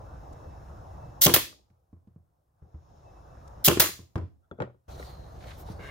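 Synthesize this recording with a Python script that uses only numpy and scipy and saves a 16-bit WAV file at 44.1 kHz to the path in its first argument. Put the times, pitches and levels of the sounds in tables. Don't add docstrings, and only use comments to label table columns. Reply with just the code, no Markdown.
import sys
import numpy as np
from scipy import signal
from scipy.fft import rfft, irfft, next_fast_len
from scipy.io import wavfile
from scipy.ndimage import uniform_filter1d, map_coordinates

SR = 44100
rng = np.random.default_rng(int(sys.argv[2]) if len(sys.argv) > 2 else 0)


def generate_wav(signal):
    frames = np.transpose(np.atleast_2d(signal))
    scaled = np.clip(frames, -1, 1) * 32767
    pcm = np.round(scaled).astype(np.int16)
    wavfile.write(sys.argv[1], SR, pcm)


N = 260322
T = np.arange(SR // 2) / SR

# frequency_hz, correlation
NEAR_IMAGE = [(100, 1), (400, 0.52), (1400, 0.33), (5000, 0.34), (15000, 0.23)]
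FAR_IMAGE = [(60, 1), (250, 0.96), (700, 0.074), (1500, 0.0027), (15000, 0.93)]
DIFFUSE_IMAGE = [(100, 1), (400, .5), (1200, 0.3), (15000, 0.6)]
# pitch_hz, level_db, t60_s
SHEET_MODES = [(77, -14.5, 0.16), (87.3, 0.5, 0.22), (123, -7.5, 0.34), (170, -0.5, 0.067),
               (206, -4, 0.068)]
# pull_s, hit_s, release_s, valve_db, burst_db, trail_db, rebound_db, loss_per_bounce_db
NAIL_SHOTS = [(1.2098, 1.2607, 1.338, -13.5, -8, -37, -13, 13.5),
              (3.640, 3.678, 3.797, -13, -8, -29, -19.5, 2)]


def amp(db):
    return 10 ** (np.asarray(db) / 20)


def unit(x):
    return x / np.sqrt(np.mean(x ** 2) + 1e-20)


def peaked(x):
    return x / np.abs(x).max()


def along(points, hz):
    freqs, values = np.transpose(points)
    return np.interp(np.log(hz + 1), np.log(freqs), values)


def wobble(rate):
    knots = rng.standard_normal(int(N * rate / SR) + 4)
    return map_coordinates(knots, [np.arange(N) * rate / SR])


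def filtered(x, response):
    n = x.shape[-1]
    padded = next_fast_len(n + SR // 10)
    return irfft(rfft(x, padded) * response(np.fft.rfftfreq(padded, 1 / SR)), padded)[..., :n]


def noise(spectrum, image, size=len(T)):
    def mid_side_gains(hz):
        angle = np.arccos(np.clip(along(image, hz), -1, 1)) / 2
        return amp(along(spectrum, hz)) * [np.cos(angle), np.sin(angle)]
    mid, side = filtered(rng.standard_normal((2, size)), mid_side_gains)
    return unit(np.array([mid + side, mid - side]))


def patchy(x, depth_db):
    bins = signal.stft(x, nperseg=512)[2]
    patches = uniform_filter1d(rng.standard_normal(bins.shape[1:]), size=6, axis=0)
    patches = uniform_filter1d(patches, size=10, axis=1)
    return unit(signal.istft(bins * amp(depth_db * unit(patches)), nperseg=512)[1][:, :N])


def fade(t60, rise):
    return amp(-60 * T / t60) * (1 - np.exp(-T / rise))


def swells(strokes):
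    t = np.arange(N) / SR
    return sum(amp(db) * np.exp(-((t - s) / half) ** 2) for s, db, half in strokes)


def ping(hz, t60):
    return peaked(fade(t60, rise=0.00023) * np.sin(2 * np.pi * hz * T))


def ring(modes, scatter_db, spread):
    out = np.zeros((2, len(T)))
    for k, (hz, db, t60) in enumerate(modes):
        strength, skew = rng.standard_normal(2)
        phase = 2 * np.pi * hz * T + spread * skew * np.array([[1], [-1]])
        out += (-1) ** k * amp(db + scatter_db * strength) * fade(t60, rise=0.0004) * np.sin(phase)
    return out


def add(track, s, sound):
    i = round(s * SR)
    track[:, i:i + sound.shape[-1]] += sound[..., :N - i]


def from_left(x, lead_s):
    return filtered(x, lambda hz: np.exp(1j * np.pi * hz * lead_s * np.array([[1], [-1]])))


def leftward(db):
    return amp([[db], [-db]])


def hiss():
    return amp(-89.5) * noise([(100, 0.5), (3000, -9.5), (15000, -7.0)], FAR_IMAGE, size=N)


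def dip(sink_stretch=1, return_stretch=1):
    # start_s, sink_time_s, depth_db, return_start_s, return_time_s
    dips = [(1.33, 0.13, 28.5, 2.54, 0.38), (3.83, 0.14, 29, 4.878, 0.003)]
    t = np.arange(N) / SR
    loss_db = 0
    for start_s, sink_s, depth_db, return_start_s, return_s in dips:
        sinking = 1 - np.exp(-np.maximum(t - start_s, 0) / (sink_s * sink_stretch))
        held = np.exp(-np.maximum(t - return_start_s, 0) / (return_s * return_stretch))
        loss_db += depth_db * sinking * held
    return amp(-loss_db)


def background():
    # frequency_hz, level_db
    rumble_spectrum = [(13, -39), (22, -14.5), (44, -2.5), (64, 3.5), (151, -6), (183, -14.5), (246, -24.5),
                       (300, -20), (390, -46), (660, -120)]
    rush_spectrum = [(130, -34.5), (200, -6), (250, -8.5), (351, -3.5), (405, -6.5), (480, -2.5), (732, 0),
                     (1200, -8.5), (1700, -19.5), (2200, -30), (3000, -37), (7500, -42), (16000, -44)]
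    # frequency_hz, correlation
    wide_image = [(60, 0.93), (150, 1), (380, 0.43), (950, -0.37), (2380, 0.65), (15000, 1)]
    rumble = amp(-45.5 + 1.2 * wobble(14)) * noise(rumble_spectrum, wide_image, size=N)
    rush_gain = amp(-50.5 + 0.28 * wobble(26))
    rush = patchy(noise(rush_spectrum, wide_image, size=N), depth_db=2.0)
    return rumble + rush_gain * rush


def yard(x):
    # frequency_hz, t60_s
    decay = [(100, 0.63), (600, 0.18), (2000, 0.23), (5000, 0.32), (15000, 0.18)]
    colour = [(150, -28.0), (700, -13.5), (2500, -9.5), (6000, -14), (10000, -11.5), (15000, -13.5)]
    hz, t, bins = signal.stft(rng.standard_normal((2, SR * 3 // 4)), SR, nperseg=256)
    tail = signal.istft(bins * amp(-60 * t / along(decay, hz)[:, None]), SR, nperseg=256)[1]
    tail *= 1 - np.exp(-np.arange(tail.shape[1]) / SR / .05)
    wet = signal.fftconvolve(x, tail / np.linalg.norm(tail[0]), axes=1)[:, :N]
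    return filtered(wet, lambda hz: amp(along(colour, hz)))


def whistle(hz):
    # centre_s, level_db, half_length_s
    whistles = [(.15, -82, .2), (.52, -76, .13), (1.04, -78, .13), (1.476, -51, .011), (3.08, -75, .04),
                (3.18, -79, .035), (3.32, -82, .06)]
    pitch = hz * (1 + .007 * wobble(80))
    return swells(whistles) * amp(2.5 * wobble(45)) * np.sin(2 * np.pi * np.cumsum(pitch) / SR)


def leak():
    # frequency_hz, level_db
    leak_spectrum = [(1800, -30), (2600, -7), (3200, -9), (3850, -4), (4600, -13), (5300, 0), (6100, -7),
                     (6750, -2), (7400, -22), (16000, -32)]
    air = amp(-75 + wobble(6.1)) * noise(leak_spectrum, DIFFUSE_IMAGE, size=N)
    return leftward(db=3) * (dip(sink_stretch=2, return_stretch=.5) * air + whistle(hz=2635))


def sleeve():
    # frequency_hz, level_db
    cloth_spectrum = [(710, -38), (1200, -6), (2250, -8.5), (2560, -12), (4260, -4), (4650, -8.5),
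                      (6370, -10.5), (8000, -17.5), (14700, -18.5), (16000, -27)]
    # centre_s, level_db, half_length_s
    brushes = [(4.92, -62, 0.061), (5.04, -58.5, 0.13), (5.3, -70, 0.079), (5.5, -59, 0.12),
               (5.71, -60, 0.044), (5.86, -61, 0.071)]
    drags = [(5.065, -62, 0.054), (5.2, -66, .1)]
    # time_s, pitch_hz
    drag_pitch = [(5.07, 4400), (5.16, 4190), (5.3, 4030)]
    width_hz = 550
    brush_gain = swells(brushes) * amp(1.55 * wobble(67))
    cloth = patchy(noise(cloth_spectrum, DIFFUSE_IMAGE, size=N), depth_db=2.5)
    pitch = np.interp(np.arange(N) / SR, *np.transpose(drag_pitch))
    phase = 2 * np.pi * np.cumsum(pitch) / SR
    band = [wobble(width_hz) * np.sin(phase) + wobble(width_hz) * np.cos(phase) for _ in range(2)]
    return brush_gain * cloth + swells(drags) * amp(1.9 * wobble(40)) * unit(np.array(band))


def rasp():
    # centre_s, level_db, half_length_s
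    strokes = [(5.815, -48, 0.02), (5.854, -45.5, 0.022), (5.897, -43.5, 0.022)]
    # pitch_hz, width_hz, level_db
    wall_modes = [(410, 150, -0.5), (1150, 105, -4.5), (1594, 89, 2.5), (2160, 95, 0.5), (2790, 68, -3),
                  (3780, 54, -10)]
    slip_hz, slip_t60, grit_db = 140, 0.039, 7

    def wall(f):
        return sum((-1) ** k * amp(db) * 1j * f * width / (hz * hz - f * f + 1j * f * width)
                   for k, (hz, width, db) in enumerate(wall_modes))
    slip_count = np.cumsum(slip_hz * amp(0.15 * wobble(60))) / SR
    snaps = np.diff(np.floor(slip_count), prepend=0) * amp(3.4 * wobble(110))
    since_slip_s = (slip_count % 1) / slip_hz
    grit = amp(-60 * since_slip_s / slip_t60) * noise([(300, 0.0049), (6000, 0)], NEAR_IMAGE, size=N)
    return swells(strokes) * unit(filtered(unit(snaps) + amp(grit_db) * unit(grit), wall))


def rubs():
    # centre_s, level_db, half_length_s
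    block_slides = [(5.412, -59, .007), (5.44, -57, .016), (5.505, -49.5, 0.031)]
    cuff_skims = [(5.03, -68, 0.13), (5.603, -54.5, 0.026)]
    nose_ticks = [(.332, -65.5, 0.0056), (3.48, -56.5, 0.0037)]
    # frequency_hz, level_db
    slide_spectrum = [(590, -32), (1000, -3), (2270, -2), (2600, -7), (4160, -9.5), (4560, -18),
                      (6170, -19), (9000, -27), (11700, -54), (19800, -120)]
    skim_spectrum = [(6000, -9), (10000, -9.5), (13500, 0), (16000, -5.5)]
    tick_spectrum = [(1500, -9), (3000, -9), (6500, -1), (9000, -7.5), (15000, -18)]

    def rub(strokes, spectrum, catch_db):
        return swells(strokes) * unit(amp(catch_db * wobble(250)) * noise(spectrum, NEAR_IMAGE, size=N))
    return (rub(block_slides, slide_spectrum, catch_db=2.5)
            + rub(cuff_skims, skim_spectrum, catch_db=0.5)
            + rub(nose_ticks, tick_spectrum, catch_db=-1.0))


def clack(db, corner_hz):
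    # pitch_hz, level_db, t60_s
    offcut_modes = [(381, -4, 0.12), (473, 4.5, 0.042), (580, -0.5, 0.057), (848, -7, 0.059),
                    (891, -15.5, 0.093), (1160, -2.5, 0.057), (1420, 3, 0.04), (1570, -13, 0.088),
                    (1870, -10, 0.077), (2580, -6, 0.033), (2150, -9, .05), (3260, -1.5, 0.025),
                    (3400, -12, 0.044), (6550, -5, 0.032)]
    contact_spectrum = [(200, -1), (600, -1.5), (1500, -11.5), (4000, -20.5), (15000, -21)]
    tick_spectrum = [(500, -6), (1400, -3.0), (3500, -3), (15000, -2.5)]
    body = peaked(ring(offcut_modes, scatter_db=2, spread=.55))
    contact = peaked(noise(contact_spectrum, FAR_IMAGE) * fade(t60=0.16, rise=0.00028))
    tick = peaked(noise(tick_spectrum, FAR_IMAGE) * fade(t60=0.021, rise=0.00022))
    lowpass = signal.butter(2, corner_hz, fs=SR, output='sos')
    dulled = signal.sosfilt(lowpass, body + amp(-2.5) * contact + amp(2) * tick)
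    thump = peaked(ring(SHEET_MODES, scatter_db=2, spread=.18))
    return amp(db) * (peaked(dulled) + amp(-11) * thump)


def loose_blocks():
    # start_s, level_db, corner_hz, edge_re_level_db, edge_pitch_hz
    clacks = [(1.527, -50, 2400, 0.5, 1200), (1.594, -64, 700, -5, 520), (4.1567, -30, 1910, -5, 1600),
              (4.5132, -33, 520, -4.5, 380), (4.587, -35, 383, -7, 589), (4.6023, -20, 1330, -6, 810),
              (4.6122, -36, 600, -4, 470), (4.6205, -22.5, 1880, -3, 560), (4.6367, -36, 1000, -4, 480),
              (4.675, -42, 800, -1, 530), (4.697, -44.5, 700, -5, 480), (4.745, -52, 500, -4.5, 400),
              (4.996, -32, 890, -14, 3950), (5.027, -40, 2000, 4, 1900), (5.688, -38.5, 900, -0.5, 923),
              (5.792, -35.5, 900, -12, 1600)]
    out = np.zeros((2, N))
    for s, db, corner_hz, edge_db, edge_hz in clacks:
        add(out, s, clack(db, corner_hz) + amp(db + edge_db) * ping(edge_hz, t60=0.02))
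    return out


def tossed_block():
    # pitch_hz, level_db, t60_s
    block_modes = [(1350, 0, .025), (1572, -14, .08), (3365, -28, .08), (3450, -10, .013),
                   (6600, -24, .012)]
    # centre_s, level_db, half_length_s
    grazes = [(4.447, -76, 0.017), (4.588, -63, 0.011)]
    tap_s, tap_db = 4.5126, -37.5
    body = peaked(ring(block_modes, scatter_db=1, spread=.55))
    out = swells(grazes) * unit(signal.fftconvolve(rng.standard_normal((2, N)), body, axes=1)[:, :N])
    add(out, tap_s, amp(tap_db) * body)
    return out


def knock(db, thump_db, click_db, t60):
    # pitch_hz, level_db, t60_s
    board_modes = [(307, -1, 0.055), (336.6, 1.5, 0.19), (421, -4, 0.099), (480, -3.5, 0.076),
                   (590, -1.5, 0.024), (864, -10, 0.054), (1022, -7, 0.083), (1136, -10, 0.037)]
    # frequency_hz, level_db
    grain_spectrum = [(120, -27), (280, 7.5), (650, -5.5), (1200, -10), (2000, -22.5), (5000, -62.5)]
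    click_spectrum = [(500, -28), (1300, 1), (2200, -4.5), (3400, -8.5), (6000, -13), (15000, -31)]
    grain = peaked(noise(grain_spectrum, NEAR_IMAGE) * fade(t60=0.24, rise=.001))
    boards = peaked(ring(board_modes, scatter_db=2, spread=.35))
    thump = peaked(ring(SHEET_MODES, scatter_db=2, spread=.18))
    click = peaked(noise(click_spectrum, NEAR_IMAGE) * fade(t60=.05, rise=0.00022))
    body = peaked((boards + grain) * amp(-60 * T / t60))
    return amp(db - 4.5) * (body + amp(thump_db + 6.0) * thump + amp(click_db + 3.5) * click)


def handled_block():
    # start_s, level_db, click_db, thud_re_level_db, thud_pitch_hz
    contacts = [(1.701, -64, 1, -8, 201), (1.929, -46.5, -22, 1.5, 267), (2.073, -55, -15, 8.5, 207),
                (2.161, -55, -34, 15, 164), (2.62, -50, -30, 11, 81), (2.743, -47, -20, 15.5, 75.6),
                (3.7719, -26, 3, 10.5, 358), (3.891, -48, -14.5, 13, 378), (3.991, -43.5, -19, -1, 275),
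                (4.156, -22.5, -15.5, 3.5, 91.9), (4.178, -27, -17, -3, 333), (4.232, -44.5, -29, 15, 96),
                (5.7, -34.5, -33, 6, 176)]
    hand_t60, rock_s, rock_db = 0.9, 0.035, -11
    out = np.zeros((2, N))
    for s, db, click_db, thud_db, hz in contacts:
        thump_db = 3 + 0.33 * (-47 - db)
        thud = amp(db + thud_db) * ping(hz, t60=10.4 / hz)
        add(out, s, knock(db, thump_db, click_db, hand_t60) + thud)
        add(out, s + rock_s, knock(db + rock_db, thump_db, click_db + rock_db, hand_t60))
    return out


def recoil(rebound_s):
    # pitch_hz, level_db, t60_s
    nailed_modes = [(164, -4, 0.12), (348.5, -1, .17), (397, -4.5, 0.11), (467, -7, 0.095),
                    (590, -3, 0.072), (827, -7.5, 0.067), (1050, -10, 0.13), (1150, -3, .05),
                    (1380, -14, 0.2), (3365, -21, .15), (6240, -22.5, .2)]
    ring_lag_s, chatter_lag_s, chatter_gap_s, bounce_gap_s = 0.0054, .004, .0145, .019
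    out = np.zeros((2, N))
    for _, hit, release, *_, rebound_db, loss_db in NAIL_SHOTS:
        add(out, hit + ring_lag_s, amp(-17.5) * ring(nailed_modes, scatter_db=1, spread=.35))
        add(out, release + rebound_s, amp(rebound_db - 14) * ping(hz=627, t60=.08))
        for k in range(3):
            chatter = knock(db=-12 - k, thump_db=-14.5, click_db=-4.5, t60=0.38)
            bounce = knock(rebound_db - k * loss_db, thump_db=-26, click_db=1.5, t60=0.094)
            add(out, hit + chatter_lag_s + k * chatter_gap_s, chatter)
            add(out, release + rebound_s + k * bounce_gap_s, bounce)
    return out


def jet(spectrum, image):
    # pitch_hz, added_level_db
    hiss_peaks = [(2073, -6), (3365, -6), (9120, -6), (11650, -5), (12220, -1), (12540, -3.5), (14520, -4),
                  (15170, -4), (15500, -4)]
    half_width_hz, sputter_db = 24, 1.36

    def peak_gain(f):
        return 1 + sum(amp(db) / (1 + ((f - hz) / half_width_hz) ** 2) for hz, db in hiss_peaks)
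    return unit(filtered(noise(spectrum, image), peak_gain) * amp(sputter_db * wobble(400)[:len(T)]))


def strike(db, t60):
    # frequency_hz, level_db
    crack_spectrum = [(350, -31), (600, -4.5), (1230, -11), (1590, -16.5), (2990, 0.5), (4220, -9.5),
                      (6550, -6), (9240, -13), (14500, -8), (16000, -8.5)]
    return amp(db) * fade(t60, rise=0.00016) * noise(crack_spectrum, NEAR_IMAGE)


def nailer(rebound_s):
    # frequency_hz, level_db
    valve_air = [(240, -51.5), (400, -25.5), (666, -25), (1900, -20.5), (2050, -17.5), (2430, -25),
                 (3370, -9), (4510, -11), (6740, -8), (8500, -15.5), (9320, -7.5), (10900, -9), (11900, -6),
                 (14800, -3.5), (16000, -10)]
    burst_air = [(240, -39), (400, -1.5), (598, -4.5), (1220, -6.5), (2020, -4), (2400, -7), (3470, -4),
                 (4440, -4), (4880, -4), (5270, -4.5), (7750, -9), (10500, -4), (15000, 1), (16000, -3.5)]
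    trail_air = [(180, -33.5), (300, -12.5), (614, -10.5), (787, -7.5), (1190, -0.5), (1480, -8),
                 (1610, -8), (1750, -2.5), (5520, -15.5), (6740, 2), (7690, -9), (15200, -4.5),
                 (16000, -15)]
    valve_opens_s, valve_lead_s, valve_t60 = 0.0089, 0.0062, 0.026
    bumper_s, pop_s, seat_s = 0.0054, .0015, .0045
    opening = np.clip(T / valve_opens_s, 0, 1) ** 2
    push_time = T / 0.00098
    push = push_time * (2 - push_time) * np.exp(-push_time) * 2
    draining = (1 - np.exp(-T / 0.0053)) / np.sqrt(1 + (T / .072) ** 8)
    out = np.zeros((2, N))
    for pull, hit, release, valve_db, burst_db, trail_db, rebound_db, _ in NAIL_SHOTS:
        closing = amp(-60 * np.maximum(T - (hit - pull - valve_lead_s), 0) / valve_t60)
        add(out, pull, amp(valve_db) * opening * closing * jet(valve_air, NEAR_IMAGE))
        add(out, hit, strike(db=-13, t60=0.058) + amp(-13) * push)
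        add(out, hit + bumper_s, strike(db=-4, t60=0.011) + amp(-9.5) * push)
        add(out, release, amp(burst_db) * fade(t60=0.125, rise=0.00046) * jet(burst_air, NEAR_IMAGE))
        add(out, release + pop_s, amp(-8) * fade(t60=.014, rise=.0003) * jet(burst_air, NEAR_IMAGE))
        add(out, release, amp(trail_db) * draining * jet(trail_air, FAR_IMAGE))
        add(out, release, amp(-21.5) * ping(hz=120, t60=0.036))
        add(out, release + seat_s, strike(db=-15, t60=0.025))
        add(out, release + rebound_s, strike(rebound_db + 1, t60=0.017))
    return out


def scene():
    rebound_s = .0245
    low_cut = signal.butter(2, 55, 'highpass', fs=SR, output='sos')
    work = nailer(rebound_s) + recoil(rebound_s) + handled_block()
    work = signal.sosfilt(low_cut, from_left(work, lead_s=.000055))
    pile = loose_blocks() + tossed_block()
    pile = leftward(db=1) * signal.sosfilt(low_cut, from_left(pile, lead_s=0.00026))
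    handling = sleeve() + rasp() + rubs()
    echoes = yard(work + amp(-11.0) * pile)
    return work + pile + echoes + dip() * (handling + background()) + leak() + hiss()


def record(dry):
    ceiling, top_hz = .92, 15900
    rounded = dry / (1 + (dry / ceiling) ** 6) ** (1 / 6)
    return filtered(rounded, lambda hz: 1 / np.sqrt(1 + (hz / top_hz) ** 240))


dry = scene()
out = record(dry)
generate_wav(out)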